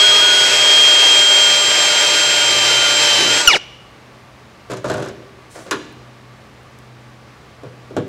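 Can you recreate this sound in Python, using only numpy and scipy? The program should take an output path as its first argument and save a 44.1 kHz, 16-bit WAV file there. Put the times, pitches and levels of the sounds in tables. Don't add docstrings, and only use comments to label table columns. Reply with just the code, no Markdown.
import sys
import numpy as np
from scipy import signal
from scipy.fft import rfft, irfft, next_fast_len
from scipy.io import wavfile

SR = 44100
rng = np.random.default_rng(int(sys.argv[2]) if len(sys.argv) > 2 else 0)


def to_wav(sig):
    pcm = np.clip(np.atleast_2d(sig), -1, 1) * 32767
    pcm = np.round(pcm).astype(np.int16)
    wavfile.write(sys.argv[1], SR, pcm.T)


N = 356328
TIME = np.arange(N) / SR

# time in seconds, whine pitch in Hz, level in dB.
MOTOR = [(0.0, 3254, -11), (0.01, 3253, -9.5), (0.45, 3244, -13), (0.5, 3233, -17), (0.71, 3228, -10),
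         (1.42, 3198, -11), (1.65, 3183, -16), (2.39, 3180, -17), (2.77, 3133, -16), (3.02, 3160, -18),
         (3.13, 3133, -15), (3.23, 3067, -19), (3.32, 3164, -17), (3.42, 3233, -24), (3.43, 3234, -38.5)]
WHINE_ORDER = 32
RELEASE_S, BRAKE_S, HALT_S = 3.44, 3.475, 3.58
BRAKE_HZ = 2982


def amp(db):
    return 10 ** (np.asarray(db) / 20)


def unit(x):
    return x / np.sqrt(np.mean(x ** 2) + 1e-20)


def read(points, hz):
    f, value = np.transpose(points)
    return np.interp(np.log(hz + 1), np.log(f + 1), value)


def curve(rows, axis=1):
    rows = np.array(rows)
    return np.interp(TIME, rows[:, 0], rows[:, axis])


def add(mix, s, sound):
    part = mix[round(s * SR):][:len(sound)]
    part += sound[:len(part)]


def colour(x, spectrum):
    size = next_fast_len(len(x))
    gain = amp(read(spectrum, np.fft.rfftfreq(size, 1 / SR)))
    return irfft(rfft(x, size) * gain, size)[:len(x)]


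def noise(spectrum):
    return unit(colour(rng.standard_normal(N), spectrum))


def wander(rate_hz):
    size, slow_rate = 8192, 1000
    f = np.fft.rfftfreq(size, 1 / slow_rate)
    slow = irfft(rfft(rng.standard_normal(size)) * np.exp(-(f / rate_hz) ** 2))
    return unit(np.interp(TIME, np.arange(size) / slow_rate, slow))


def tone(turns):
    return np.sqrt(2) * np.sin(2 * np.pi * (turns + rng.random()))


def fuzzy(turns, width_hz):
    angle = 2 * np.pi * turns
    return wander(width_hz) * np.cos(angle) + wander(width_hz) * np.sin(angle)


def resonate(x, hz, width_hz):
    return signal.lfilter(*signal.iirpeak(hz, hz / width_hz, fs=SR), x)


def spells(rows, rise_s, fall_s, fade_db_per_s=0):
    total = 0
    for start, end, db in rows:
        gate = np.interp(TIME, [start - rise_s, start, end, end + fall_s], [0, 1, 1, 0])
        total = total + gate * amp(db - fade_db_per_s * np.clip(TIME - start, 0, end - start))
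    return total


def shop(level_db=-44.5, drift_db=0.35, hum_db=-4.5, waver=0.15, whirr_db=-56):
    # frequency in Hz, relative level in dB per Hz.
    air_spectrum = [(28, -24), (55, 3), (100, 1.5), (150, 0.5), (280, -0.5), (550, -1.5), (800, -4),
                    (2100, -8), (3200, -13.5), (5000, -17.5), (8000, -26), (12500, -34), (15800, -38)]
    # frequency in Hz, relative level in dB.
    hum_tones = [(75.4, -65), (123.8, -47), (220.7, -57.5)]
    # start and end in seconds, gain added to the quiet hum in dB relative to it.
    hum_spells = [(2.55, 3.3, 5), (5.95, 6.4, 0), (6.85, 7.3, 0), (7.8, 8.08, 0)]
    air = amp(level_db + drift_db * wander(5.4)) * noise(air_spectrum)
    hum = 0
    for hz, db in hum_tones:
        hum = hum + amp(db) * tone(hz * TIME + .05 * wander(2.73)) * (1 + waver * wander(3.3))
    hum_gain = amp(hum_db) * (1 + spells(hum_spells, rise_s=.15, fall_s=0.1))
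    whirr = amp(whirr_db) * fuzzy(1150 * TIME, 69.7)
    return air + hum * hum_gain + whirr


def screw(t60=0.011):
    # time in seconds, initial level in dB.
    ticks = [(5.925, -47), (6.632, -52.5), (6.788, -41)]
    out, t = np.zeros(N), np.arange(SR // 10) / SR
    for s, db in ticks:
        click = unit(resonate(rng.standard_normal(len(t)), 8400, 5000))
        add(out, s, amp(db - 60 * t / t60) * click)
    return out


def blow(spot_hz, boom_db, clank_db, click_db, modes_db=-4, rise_cycles=0.32, spot_db=6,
         spot_octaves=0.46, rest_db=-4, flex=0.053, crack_db=-3, crack_t60=0.0083):
    # frequency in Hz, relative level in dB, t60 in seconds.
    panel_modes = [(124, 1.5, 0.17), (311.5, -3, 0.25), (397.6, -1.5, 0.25), (514, 1, 0.15), (602, 1, 0.19),
                   (690, -3, 0.19), (1136, -3, 0.096), (1417, -1.5, 0.088), (1507, -9, 0.07)]
    # band centre in Hz, relative level in dB, t60 in seconds.
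    sheet_bands = [(139, -2, 0.32), (331, 0, 0.27), (688, -4.5, 0.16), (1256, 0, 0.15), (2900, -4.5, 0.13),
                   (5600, -1.5, 0.051), (8600, -10, 0.04), (13000, -32, .03)]
    t = np.arange(SR // 2) / SR
    contact = [(140, boom_db), (280, rest_db), (750, rest_db),
               (1100, clank_db), (2200, clank_db), (4500, click_db)]

    def envelope(hz, db, t60):
        favoured_db = spot_db * np.exp(-(np.log2(hz / spot_hz) / spot_octaves) ** 2)
        decay = amp(db + read(contact, hz) + favoured_db - 60 * t / t60)
        return decay * (1 - np.exp(-t * hz / rise_cycles))

    def hiss(hz):
        edges = [hz / np.sqrt(2), min(hz * np.sqrt(2), SR / 2 - 100)]
        band = signal.butter(4, edges, "band", fs=SR, output="sos")
        return unit(signal.sosfilt(band, rng.standard_normal(len(t))))

    out = hiss(7700) * amp(click_db + crack_db - 60 * t / crack_t60)
    for hz, db, t60 in sheet_bands:
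        out += hiss(hz) * envelope(hz, db, t60)
    for hz, db, t60 in panel_modes:
        shifted_hz = hz * (1 + flex * rng.uniform(-0.94, 1))
        out += tone(shifted_hz * t) * envelope(hz, db + modes_db, t60)
    return out


def knock(spot_hz, hard_db, boom_db=-13, boom_slope=-0.49, click_db=-4, click_slope=1.2,
          rebound_s=.017, rebound_db=-10, rebound_boom_db=15, rebound_soften_db=2):
    boom, click = boom_db + boom_slope * hard_db, click_db + click_slope * hard_db
    out = blow(spot_hz, boom, hard_db, click)
    rebound = blow(spot_hz, boom + rebound_boom_db, hard_db, click - rebound_soften_db)
    add(out, rebound_s, amp(rebound_db) * rebound)
    return out


def rattle(taps_per_s=36, spread_db=3.0, spot_hz=450, spot_octaves=.4,
           boom_db=-3, clank_db=-1, click_db=2):
    # start and end in seconds, mean level in dB.
    bouts = [(4.705, 4.78, -39.5), (4.85, 5.09, -40.5)]
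    out = np.zeros(N)
    for start, end, db in bouts:
        for s in np.arange(start, end, 1 / taps_per_s):
            late, strength, spot = rng.uniform(-1, 1, 3)
            tap = blow(spot_hz * 2 ** (spot_octaves * spot), boom_db, clank_db, click_db)
            add(out, s + abs(late) / taps_per_s / 2, amp(db + spread_db * strength) * tap)
    return out


def panel(scrape_db=-2, grit_db=2.5):
    # frequency in Hz, relative level in dB per Hz.
    scrape_spectrum = [(100, -16), (330, 2), (600, 3.5), (800, -7), (1050, -3), (3200, -17.5), (6500, -18),
                       (9800, -32), (11500, -44), (15600, -47)]
    # start and end in seconds, relative starting level in dB.
    slides = [(4.706, 4.78, -31.5), (4.85, 5.09, -27), (5.555, 5.61, -34), (5.665, 5.685, -37)]
    # frequency in Hz, relative level in dB per Hz.
    palm_spectrum = [(1500, -14), (5500, 0), (9000, 1), (12000, -12), (15800, -18)]
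    # start and end in seconds, starting level in dB.
    brushes = [(5.52, 5.62, -47.5)]
    # time in seconds, body level in dB, centre of the modes that
    # the struck spot favours in Hz, hardness of the contact in dB.
    knocks = [(4.699, -29, 520, -7), (4.716, -30, 450, 0), (4.843, -22.5, 600, -7.5),
              (4.899, -19.5, 650, -4), (4.94, -25, 430, -4.5), (4.98, -26, 556, -7.5),
              (5.023, -33.5, 390, 1), (5.06, -31.5, 397, -5), (5.558, -38, 550, -7), (5.663, -40, 470, -3),
              (5.7105, -24, 370, 8.5), (7.634, -34, 425, -11.5), (7.906, -36, 348, -16),
              (7.966, -18.5, 395, -9)]
    grit = rng.standard_normal(N) * amp(grit_db * wander(200))
    slips = unit(colour(grit, scrape_spectrum))
    push = spells(slides, rise_s=0.0085, fall_s=0.035, fade_db_per_s=42)
    out = slips * amp(scrape_db) * push
    out += noise(palm_spectrum) * spells(brushes, rise_s=0.028, fall_s=0.091, fade_db_per_s=22)
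    for s, body_db, spot_hz, hard_db in knocks:
        add(out, s, amp(body_db) * knock(spot_hz, hard_db))
    return out + rattle()


def whine_hz(brake_shape=.61):
    running = curve([row[:2] for row in MOTOR] + [(BRAKE_S, BRAKE_HZ)])
    return running * np.interp(TIME, [BRAKE_S, HALT_S], [1, 0]) ** brake_shape


def rotor_turns(flutter=0.00041):
    speed = whine_hz() / WHINE_ORDER * (1 + flutter * wander(27.0))
    return np.cumsum(speed) / SR


def load(free_hz=3250, full_sag_hz=170):
    return np.clip((free_hz - whine_hz()) / full_sag_hz, 0, 1)


def chattering(rise_s=0.028, fall_s=0.025):
    # start and end in seconds, relative level in dB.
    bouts = [(.04, .105, -20.5), (.22, .52, -22), (.88, 1.0, -31), (1.22, 1.6, -28.5), (1.9, 2.05, -26),
             (2.15, 2.47, -25.5), (2.7, 2.97, -25.5), (3.27, 3.46, -27.5)]
    return spells(bouts, rise_s, fall_s)


def cutting(turns, grind_db=-16.0, drift_db=.5, released_db=-5, rumble_db=-35.5, chatter_db=-2,
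            idle_chatter_db=-38, grain_db=0.5, wobble=0.036, chuck_ratio=.06, burr_db=-36, clunk_db=-26):
    # frequency in Hz, relative level in dB per Hz.
    grind_spectrum = [(200, -37), (450, -4), (750, -3.5), (1120, -7), (1700, -2), (2500, 2.5), (3500, -1.5),
                      (5200, -0.5), (5900, -4), (7800, -9.5), (8600, -15.5), (11000, -22), (13000, -32),
                      (15800, -37)]
    # frequency in Hz, relative level in dB per Hz.
    rumble_spectrum = [(40, -56), (90, -31), (130, -4.5), (190, -14), (260, -5.5), (350, 1.5), (500, -6),
                       (800, -21), (2000, -53)]
    # start and end in seconds,
    # gain added to the steady rumble in dB relative to it.
    catches = [(3.2, 3.27, 4.5)]
    chatter_order = 14.45
    level_db = grind_db + drift_db * wander(5.1) + released_db * (TIME > RELEASE_S - .02)
    surge = 1 + wobble * tone(chuck_ratio * turns)
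    chips = rng.standard_normal(N) * amp(grain_db * wander(400))
    grind = unit(colour(chips, grind_spectrum)) * amp(level_db) * surge
    clunk = spells([(3.541, HALT_S, clunk_db)], rise_s=0.0092, fall_s=.005, fade_db_per_s=200)
    shake = 1 + spells(catches, rise_s=.02, fall_s=0.14)
    rumble = noise(rumble_spectrum) * (amp(rumble_db) * shake + clunk)
    chatter_tone = tone(chatter_order * turns + 0.13 * wander(17))
    chatter_tone = chatter_tone + 0.51 * fuzzy(chatter_order * turns, 28)
    chatter = chatter_tone * np.maximum(chattering() * amp(chatter_db), amp(idle_chatter_db))
    burr = amp(burr_db) * fuzzy(9.55 * turns, 34.9)
    moving = np.interp(TIME, [HALT_S - .017, HALT_S + 0.004], [1, 0])
    return (grind + rumble + chatter + burr) * moving


def bearing_gains(low_db=-32, steal_db=-25, high_db=-35, high_load_db=13, skid_db=7.0, skid_s=0.26):
    skid = skid_db * np.interp(TIME, [skid_s, 2 * skid_s], [1, 0])
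    low = amp(low_db + skid) / (1 + (chattering() / amp(steal_db)) ** 2)
    high = amp(high_db + skid + high_load_db * load() * (TIME < RELEASE_S))
    return low, high


def motor(turns, mesh_db=-25, shimmer=0.031, gear_shimmer=0.17, drone_db=-32.5,
          drone_fade_db_per_s=6, coast_db=-2, backlash=.1, gearbox_hz=7575, gearbox_width_hz=220):
    # multiples of the rotor speed, and their levels in dB.
    gear_orders, gear_db = [6, 9, 12, 16, 64, 90.5, 128, 152], [-31.5, -38, -45, -33.5, -30, -45.5, -50, -68]
    # multiples of the rotor speed, and their relative levels in dB.
    mesh_orders, mesh_levels_db = [76, 80], [1.5, -11.5]
    bearing_orders = [12.1, 40.83]
    driven = np.interp(TIME, [RELEASE_S - .02, RELEASE_S], [1, 0])
    turning = np.interp(TIME, [BRAKE_S, HALT_S], [1, 0])
    whine = tone(WHINE_ORDER * turns) * amp(curve(MOTOR, axis=2)) * (1 + shimmer * wander(31))
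    gears = mesh = bearings = 0
    for order, db in zip(gear_orders, gear_db):
        gears = gears + amp(db) * tone(order * turns) * (1 + gear_shimmer * wander(13))
    for order, db in zip(mesh_orders, mesh_levels_db):
        tooth = tone(order * turns + backlash * wander(19))
        mesh = mesh + amp(db) * tooth * (1 + gear_shimmer * wander(22))
    mesh_hz = mesh_orders[0] / WHINE_ORDER * np.maximum(whine_hz(), BRAKE_HZ)
    detune = 2 * (mesh_hz - gearbox_hz) / gearbox_width_hz
    mesh_gain = np.maximum(1 / np.hypot(1, detune), amp(coast_db) * (1 - driven))
    for gain, order in zip(bearing_gains(), bearing_orders):
        bearings = bearings + gain * tone(order * turns + 0.12 * wander(17))
    drone = amp(drone_db - drone_fade_db_per_s * TIME) * tone(4 * turns)
    return driven * whine + turning * (gears + mesh * amp(mesh_db) * mesh_gain + bearings + drone)


def brake(turns, brake_db=-7.5, fade_db_per_s=125, rough=0.31, ring_db=3, ring_hz=2885, ring_width_hz=7):
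    # multiples of the rotor speed, and their relative levels in dB.
    orders, levels_db = [16, 32, 64, 80, 128], [-1.5, -2.5, -1.5, -10.5, -24]
    # frequency in Hz, gain in dB.
    housing = [(900, -2.5), (1100, -15), (1330, 2), (1650, -3), (2300, 4), (2620, -6.5), (2880, 8.5),
               (3200, 6.5), (4200, -11), (5000, -9), (5800, -2.5), (7000, -11)]
    rotor_hz = np.gradient(turns) * SR
    tones = 0
    for order, db in zip(orders, levels_db):
        radiated = amp(db + read(housing, order * rotor_hz))
        tones = tones + radiated * tone(order * turns) * (1 + rough * wander(160.0))
    braking = [(BRAKE_S, HALT_S - .015, brake_db)]
    chirp = tones * spells(braking, rise_s=0.00072, fall_s=0.0099, fade_db_per_s=fade_db_per_s)
    return chirp + amp(ring_db) * resonate(chirp, ring_hz, ring_width_hz)


def room(x):
    # frequency in Hz, t60 in seconds.
    decay_times = [(120, 1), (400, 1), (1200, 0.39), (3000, 1), (6000, 0.66), (12000, 0.32)]
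    taps = rng.choice([-1., 1.], SR) * (rng.random(SR) < 3000 / SR) * (np.arange(SR) > .008 * SR)
    hz, t, z = signal.stft(taps, SR, nperseg=256)
    decay = amp(-60 * t / read(decay_times, hz)[:, None])
    tail = signal.istft(z * decay, SR, nperseg=256)[1]
    return signal.fftconvolve(x, tail / np.linalg.norm(tail))[:N]


def scene(drill_room_db=-26, panel_room_db=-12):
    turns = rotor_turns()
    drill = motor(turns) + brake(turns) + cutting(turns)
    handling = panel() + screw()
    reverberation = room(amp(drill_room_db) * drill + amp(panel_room_db) * handling)
    mono = drill + handling + reverberation + shop()
    return np.array([mono, mono])


def record(dry, lopsided=0.037):
    ceiling = 1 + lopsided * np.sign(dry)
    clipped = dry / (1 + (dry / ceiling) ** 16) ** (1 / 16)
    lowpass = signal.firwin(511, 15850, window=("kaiser", 9), fs=SR)
    return signal.oaconvolve(clipped, lowpass[None], "same")


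dry = scene()
out = record(dry)
to_wav(out)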